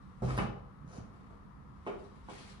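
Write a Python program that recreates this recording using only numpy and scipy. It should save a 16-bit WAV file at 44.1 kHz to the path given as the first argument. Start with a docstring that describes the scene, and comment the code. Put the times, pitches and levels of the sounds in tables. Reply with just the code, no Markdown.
"""A deep thud and two fainter bounces: a heavy rubber ball drops on a mattress in a small, bare room.
It rings the bed, crunches the padding and scuffs the cover with its spin. The thrower's hand slaps
his trouser leg; later he takes two steps and leans over, clothes rustling, one sole squeaking.
Ventilation murmurs throughout; a phone's two microphone ports hear it all."""
import sys
import numpy as np
from scipy import signal
from scipy.fft import rfft, irfft
from scipy.io import wavfile

SR = 44100
rng = np.random.default_rng(int(sys.argv[2]) if len(sys.argv) > 2 else 0)


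def digitize_waveform(pressure):
    """Quantize a signal to 16-bit integers and store it at the path in sys.argv[1].

    Rows of a 2-D input are taken as channels; values are limited to [-1, 1].
    """
    field = np.atleast_2d(pressure).T
    bounded = np.clip(field, -1, 1)
    quanta = np.round(bounded * 32767).astype(np.int16)
    wavfile.write(sys.argv[1], SR, quanta)


N = 114660
TIME_S = np.arange(N) / SR


def ball(tail):
    """Each landing pats the padding and drives the bed's modes; slower ones push longer, sound duller."""
    # landings (time [s], push level [dB], push length [ms], pat level [dB])
    bounces = [(0.2209, 1.5, 2.64, -30), (0.981, -24, 2.8, -53), (1.304, -42, 3.2, -49)]
    # ball, mattress and base resonances (frequency [Hz], level [dB], t60 [s])
    bed_modes = [(49.2, -31, 1), (60.67, -38.5, 1), (93, -40.5, 0.9), (128.66, -30, 0.73),
                 (168, -30.5, 0.13), (209, -20.5, 0.051), (293, -34, 0.097), (378.4, -27.5, 0.2),
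                 (520, -52, .08), (845, -30, .08)]
    # rubber on padding (frequency [Hz], level [dB])
    pat_spectrum = [(40, -2), (120, -4), (210, -3.5), (400, -5), (850, -8), (1300, -13.5), (2500, -40),
                    (8000, -41.5), (12000, -57)]
    build_s, pat_decay_s = 0.0021, 0.007
    push = 0
    for start_s, db, length_ms, _ in bounces:
        pulse = np.sin(np.pi * np.clip((TIME_S - start_s) * 1000 / length_ms, 0, 1)) ** 2
        push = push + undb(db) * pulse / pulse.sum()
    bed_response = ringing(bed_modes) * (1 - np.exp(-TIME_S / build_s))
    thud = -signal.fftconvolve(push, bed_response)[:N]
    contact = blows([(start_s, db, pat_decay_s) for start_s, _, _, db in bounces])
    pat = colour(contact, pat_spectrum)
    return in_room(thud, tail, wet_db=-3.5) + in_room(pat, tail, wet_db=6)


def bed_base(tail):
    """The base knocks softly as the mattress is loaded and released."""
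    # knocks (time [s], level [dB], decay [s])
    knocks = [(.29, -39, 0.013), (.395, -50.5, 0.022), (.645, -52.5, 0.019), (.845, -42.5, 0.026),
              (.984, -33.5, 0.0053), (1.012, -46, 0.038)]
    # dull knock (frequency [Hz], level [dB])
    knock_spectrum = [(30, -22), (50, -13), (80, -13.5), (140, -2), (200, -12), (300, -18), (500, -32),
                      (1200, -59), (4000, -89)]
    return in_room(colour(blows(knocks, click=1.3), knock_spectrum), tail, wet_db=-6)


def mattress(tail):
    """The spinning ball skids on the cover; the padding crunches as it sinks in and rises."""
    # skids (start [s], attack [s], hold [s], release [s], level [dB])
    scuffs = [(0.217, 0.025, 0.092, 0.031, -55.5), (.85, 0.044, 0.023, 0.016, -58),
              (.914, 0.015, 0.047, .008, -52)]
    # rubber on the cover (frequency [Hz], level [dB])
    scuff_spectrum = [(200, -1.5), (500, 11), (1000, 0.5), (2000, -5.5), (3500, -12.5), (5000, -10.5),
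                      (6300, -5.5), (8000, -19.5), (10000, -13), (12000, -39)]
    # padding movements (start [s], attack [s], hold [s], release [s], level [dB])
    crunches = [(.262, .012, 0.083, 0.013, -41), (.91, .03, 0.12, 0.052, -61),
                (1.1, 0.057, .16, .07, -63.5)]
    # crunching padding (frequency [Hz], level [dB])
    crunch_spectrum = [(180, -29.5), (270, 8), (390, -3), (550, -5.5), (850, -6.5), (1080, -3), (1250, -1),
                       (1480, -13), (2500, -18.5), (6000, -62)]
    scuff = colour(strokes(scuffs), scuff_spectrum)
    crunch = colour(strokes(crunches), crunch_spectrum)
    return in_room(scuff, tail, wet_db=2) + in_room(crunch, tail, wet_db=-6.5)


def thrower(tail):
    """Clothes rub; a cuff ticks just before the hand slaps the trouser leg."""
    # rubbing strength (time [s], level [dB])
    movement = [(0, -78), (.21, -71.5), (.235, -55.5), (.27, -54), (.35, -52.5), (.42, -56), (.47, -96),
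                (1.0, -79), (1.13, -74.5), (1.6, -89), (1.84, -73.5), (2.05, -67), (2.17, -73.5),
                (2.271, -68.5), (2.3, -51.5), (2.36, -53), (2.42, -58), (2.49, -59.5), (2.6, -74)]
    # rustling cloth (frequency [Hz], level [dB])
    cloth_spectrum = [(250, -0.5), (700, -7), (1400, -3), (2000, -1), (4000, -6.5), (6500, -11.5),
                      (8200, -12), (10000, -12.5), (11200, -26.5), (13000, -45)]
    # hand contacts (time [s], level [dB], decay [s])
    slaps = [(.3775, -26.5, 0.0092), (.3865, -23, 0.0083), (.400, -36, 0.014), (.455, -49.5, 0.06)]
    # hand on trousers (frequency [Hz], level [dB])
    slap_spectrum = [(35, -25.5), (100, 0.5), (180, -1), (280, -3), (410, 1), (540, -1), (640, -6.5),
                     (850, -2), (1000, -7.5), (1230, -6.5), (1450, -11), (2000, -13), (2700, -16.5),
                     (4000, -32), (8000, -47), (9600, -42), (11400, -62), (15000, -80)]
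    # cuff contacts (time [s], level [dB], decay [s])
    ticks = [(.3712, -48, 0.0039), (.3775, -52.5, 0.018)]
    # bright cuff tick (frequency [Hz], level [dB])
    tick_spectrum = [(2000, -21), (5000, 2.5), (8000, -12), (10000, 7), (11800, -13), (16000, -58)]
    rub = undb(np.interp(TIME_S, *np.array(movement).T))
    cloth = in_room(colour(rub * friction(), cloth_spectrum), tail, wet_db=17)
    slap = in_room(colour(blows(slaps, click=0.86), slap_spectrum), tail, wet_db=0.5)
    tick = in_room(colour(blows(ticks), tick_spectrum), tail, wet_db=-7.5)
    return cloth + slap + tick


def footsteps(tail):
    """Heel and sole strike the hard floor and ring it; the second step is softer and duller."""
    # shoe contacts (time [s], level [dB], decay [s], low-pass cutoff [Hz])
    steps = [(1.865, -30.5, 0.0085, 2160), (1.872, -32.5, 0.015, 4500), (1.892, -39, 0.0079, 3500),
             (2.041, -60, 0.039, 2000), (2.286, -37, .010, 2030), (2.312, -44.5, 0.0068, 800)]
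    # shoe on floor (frequency [Hz], level [dB])
    step_spectrum = [(70, -29), (150, -10.5), (280, -2), (400, 5), (560, -4.5), (820, -3.5), (1200, -8),
                     (1700, -14), (3200, -20), (4300, -37.5), (6500, -34.5), (9800, -40), (11500, -46),
                     (15000, -84)]
    # floor panel resonances (frequency [Hz], level [dB], t60 [s])
    floor_modes = [(404, -38, .14), (398, -49, 0.55), (850, -63, .2)]
    contact = 0
    for start_s, db, decay_s, cutoff_hz in steps:
        blow = blows([(start_s, db, decay_s)], click=0.23)
        contact = contact + signal.lfilter(*signal.butter(1, cutoff_hz, fs=SR), blow)
    floor = signal.fftconvolve(contact, ringing(floor_modes))[:N]
    return in_room(colour(contact, step_spectrum) + floor, tail, wet_db=0)


def sole_squeak(tail):
    """A rubber sole twists on the smooth floor."""
    # twist (start [s], attack [s], hold [s], release [s], level [dB])
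    squeaks = [(2.348, 0.0038, 0.01, .008, -50.5)]
    # narrow squeak band (frequency [Hz], level [dB])
    squeak_spectrum = [(1300, -47), (1780, -15), (1900, 0), (2030, -11), (2300, -24), (3500, -47)]
    return in_room(colour(strokes(squeaks), squeak_spectrum), tail, wet_db=0)


def ventilation():
    """Steady duct rumble and a soft rush, the rush slightly left."""
    # duct noise (frequency [Hz], level [dB])
    air_spectrum = [(13, -74.5), (22, -2.5), (43, 1.5), (93, -5), (111, -9.5), (141, -3), (174, -10.5),
                    (198, -2.5), (214, -7), (231, -15), (264, -12.5), (317, -19.5), (411, -23),
                    (507, -22.5), (609, -29.5), (694, -27), (925, -22.5), (1000, -18.5), (1300, -20),
                    (1520, -31.5), (1780, -30), (2500, -41.5), (8110, -58), (9480, -52.5), (11400, -61.5),
                    (14800, -62), (22000, -120)]
    level_db = -51
    left_lead_db = lookup([(400, 0.024), (1000, 3)], np.fft.rfftfreq(N, 1 / SR))
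    air = irfft(diffuse_spectra() * undb(np.array([left_lead_db, -left_lead_db]) / 2), N)
    return colour(air, air_spectrum) * undb(level_db)


def room_tail():
    """Stereo impulse response; each octave decays at its own rate."""
    # reverberation (frequency [Hz], t60 [s])
    decay_times = [(60, 0.51), (200, 0.49), (600, 0.7), (1500, 0.34), (4000, 0.43), (10000, 0.21)]
    lowest_hz, gap_s, build_s = 60, 0.001, 0.0031
    hz = np.fft.rfftfreq(N, 1 / SR)
    noise = diffuse_spectra()
    octave = np.clip(np.log2(np.maximum(hz, 1) / lowest_hz), 0, 8)
    tail = 0
    for k in range(9):
        band = irfft(noise * np.maximum(1 - abs(octave - k), 0), N)
        t60_s = lookup(decay_times, lowest_hz * 2 ** k)
        tail = tail + band * np.exp(-np.log(1000) * TIME_S / t60_s)
    tail = tail * np.clip((TIME_S - gap_s) / build_s, 0, 1)
    return tail[:, :SR] / np.sqrt(np.sum(tail ** 2) / 2)


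def in_room(direct, tail, wet_db):
    """Direct sound plus reverberation at constant total power."""
    wet = undb(wet_db)
    echo = signal.fftconvolve(direct[None], tail, axes=1)[:, :N]
    return (direct + wet * echo) / np.hypot(1, wet)


def diffuse_spectra(alike_below_hz=276):
    """Noise from all sides: alike at both ports in the bass, unrelated above."""
    hz = np.fft.rfftfreq(N, 1 / SR)
    coherence = 1 / (1 + (hz / alike_below_hz) ** 2) ** 2
    mid, side = rfft(rng.standard_normal((2, N)))
    mid *= np.sqrt((1 + coherence) / 2)
    side *= np.sqrt((1 - coherence) / 2)
    return np.array([mid + side, mid - side])


def blows(rows, click=0):
    """A decaying burst of contact noise per row, with an optional click at its onset."""
    envelope = sum(undb(db) * (TIME_S >= start_s) * np.exp(-np.maximum(TIME_S - start_s, 0) / decay_s)
                   for start_s, db, decay_s in rows)
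    bursts = envelope * rng.standard_normal(N)
    for start_s, db, decay_s in rows:
        bursts[int(start_s * SR)] += click * undb(db) * np.sqrt(decay_s * SR / 2)
    return bursts / np.hypot(1, click)


def strokes(rows):
    """Friction that swells, holds and fades, once per row."""
    envelope = 0
    for start_s, attack_s, hold_s, release_s, db in rows:
        rise = np.clip((TIME_S - start_s) / attack_s, 0, 1)
        fall = np.exp(-np.maximum(TIME_S - start_s - attack_s - hold_s, 0) / release_s)
        envelope = envelope + undb(db) * rise * fall
    return friction() * envelope


def friction(grain_depth=0.78, grain_hz=397.5):
    """Grainy noise of threads catching and slipping."""
    noise = rng.standard_normal(N)
    knots = rng.standard_normal(N // 10)
    grain = np.interp(TIME_S * grain_hz, np.arange(len(knots)), knots)
    return noise * np.exp(grain_depth * grain - grain_depth ** 2)


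def ringing(modes):
    """One decaying sine per mode."""
    return sum(undb(db) * np.sin(2 * np.pi * hz * TIME_S) * np.exp(-np.log(1000) * TIME_S / t60_s)
               for hz, db, t60_s in modes)


def colour(x, spectrum):
    """Minimum-phase filter with the given spectral shape and unit power gain."""
    gain = undb(lookup(spectrum, np.fft.rfftfreq(2 * N, 1 / SR)))
    cepstrum = irfft(np.log(gain / np.sqrt(np.mean(gain ** 2))))
    cepstrum[1:N] *= 2
    cepstrum[N + 1:] = 0
    return irfft(rfft(x, 2 * N) * np.exp(rfft(cepstrum)))[..., :N]


def lookup(points, hz):
    """Interpolate (frequency [Hz], value) rows on a log-frequency axis."""
    point_hz, values = np.array(points, float).T
    return np.interp(np.log(np.maximum(hz, 1)), np.log(point_hz), values)


def undb(db):
    """Decibels to gain."""
    return 10 ** (np.asarray(db) / 20)


def scene():
    """Ball, bed and thrower share one room, over the ventilation."""
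    tail = room_tail()
    bed = ball(tail) + bed_base(tail) + mattress(tail)
    person = thrower(tail) + footsteps(tail) + sole_squeak(tail)
    return bed + person + ventilation()


def record(dry):
    """The two ports colour the sound differently, the left lags; deep bass and top are cut."""
    # port imbalance (frequency [Hz], left minus right [dB])
    imbalance = [(60, 1), (190, -3.5), (330, -1.5), (600, -2), (1400, 3.5), (2500, 1), (4200, 6), (7000, 6),
                 (9500, -8), (13000, -5)]
    left_lag_s, low_cut_hz, top_hz = 0.000235, 57, 13600
    hz = np.fft.rfftfreq(2 * N, 1 / SR)
    imbalance_db = lookup(imbalance, hz)
    left = undb(imbalance_db / 2) * np.exp(-2j * np.pi * hz * left_lag_s)
    right = undb(-imbalance_db / 2)
    heard = irfft(rfft(dry, 2 * N) * np.array([left, right]))[:, :N]
    heard = signal.sosfilt(signal.butter(2, low_cut_hz, "high", fs=SR, output="sos"), heard)
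    return signal.sosfilt(signal.ellip(8, .2, 70, top_hz, fs=SR, output="sos"), heard)


dry = scene()
out = record(dry)
digitize_waveform(out)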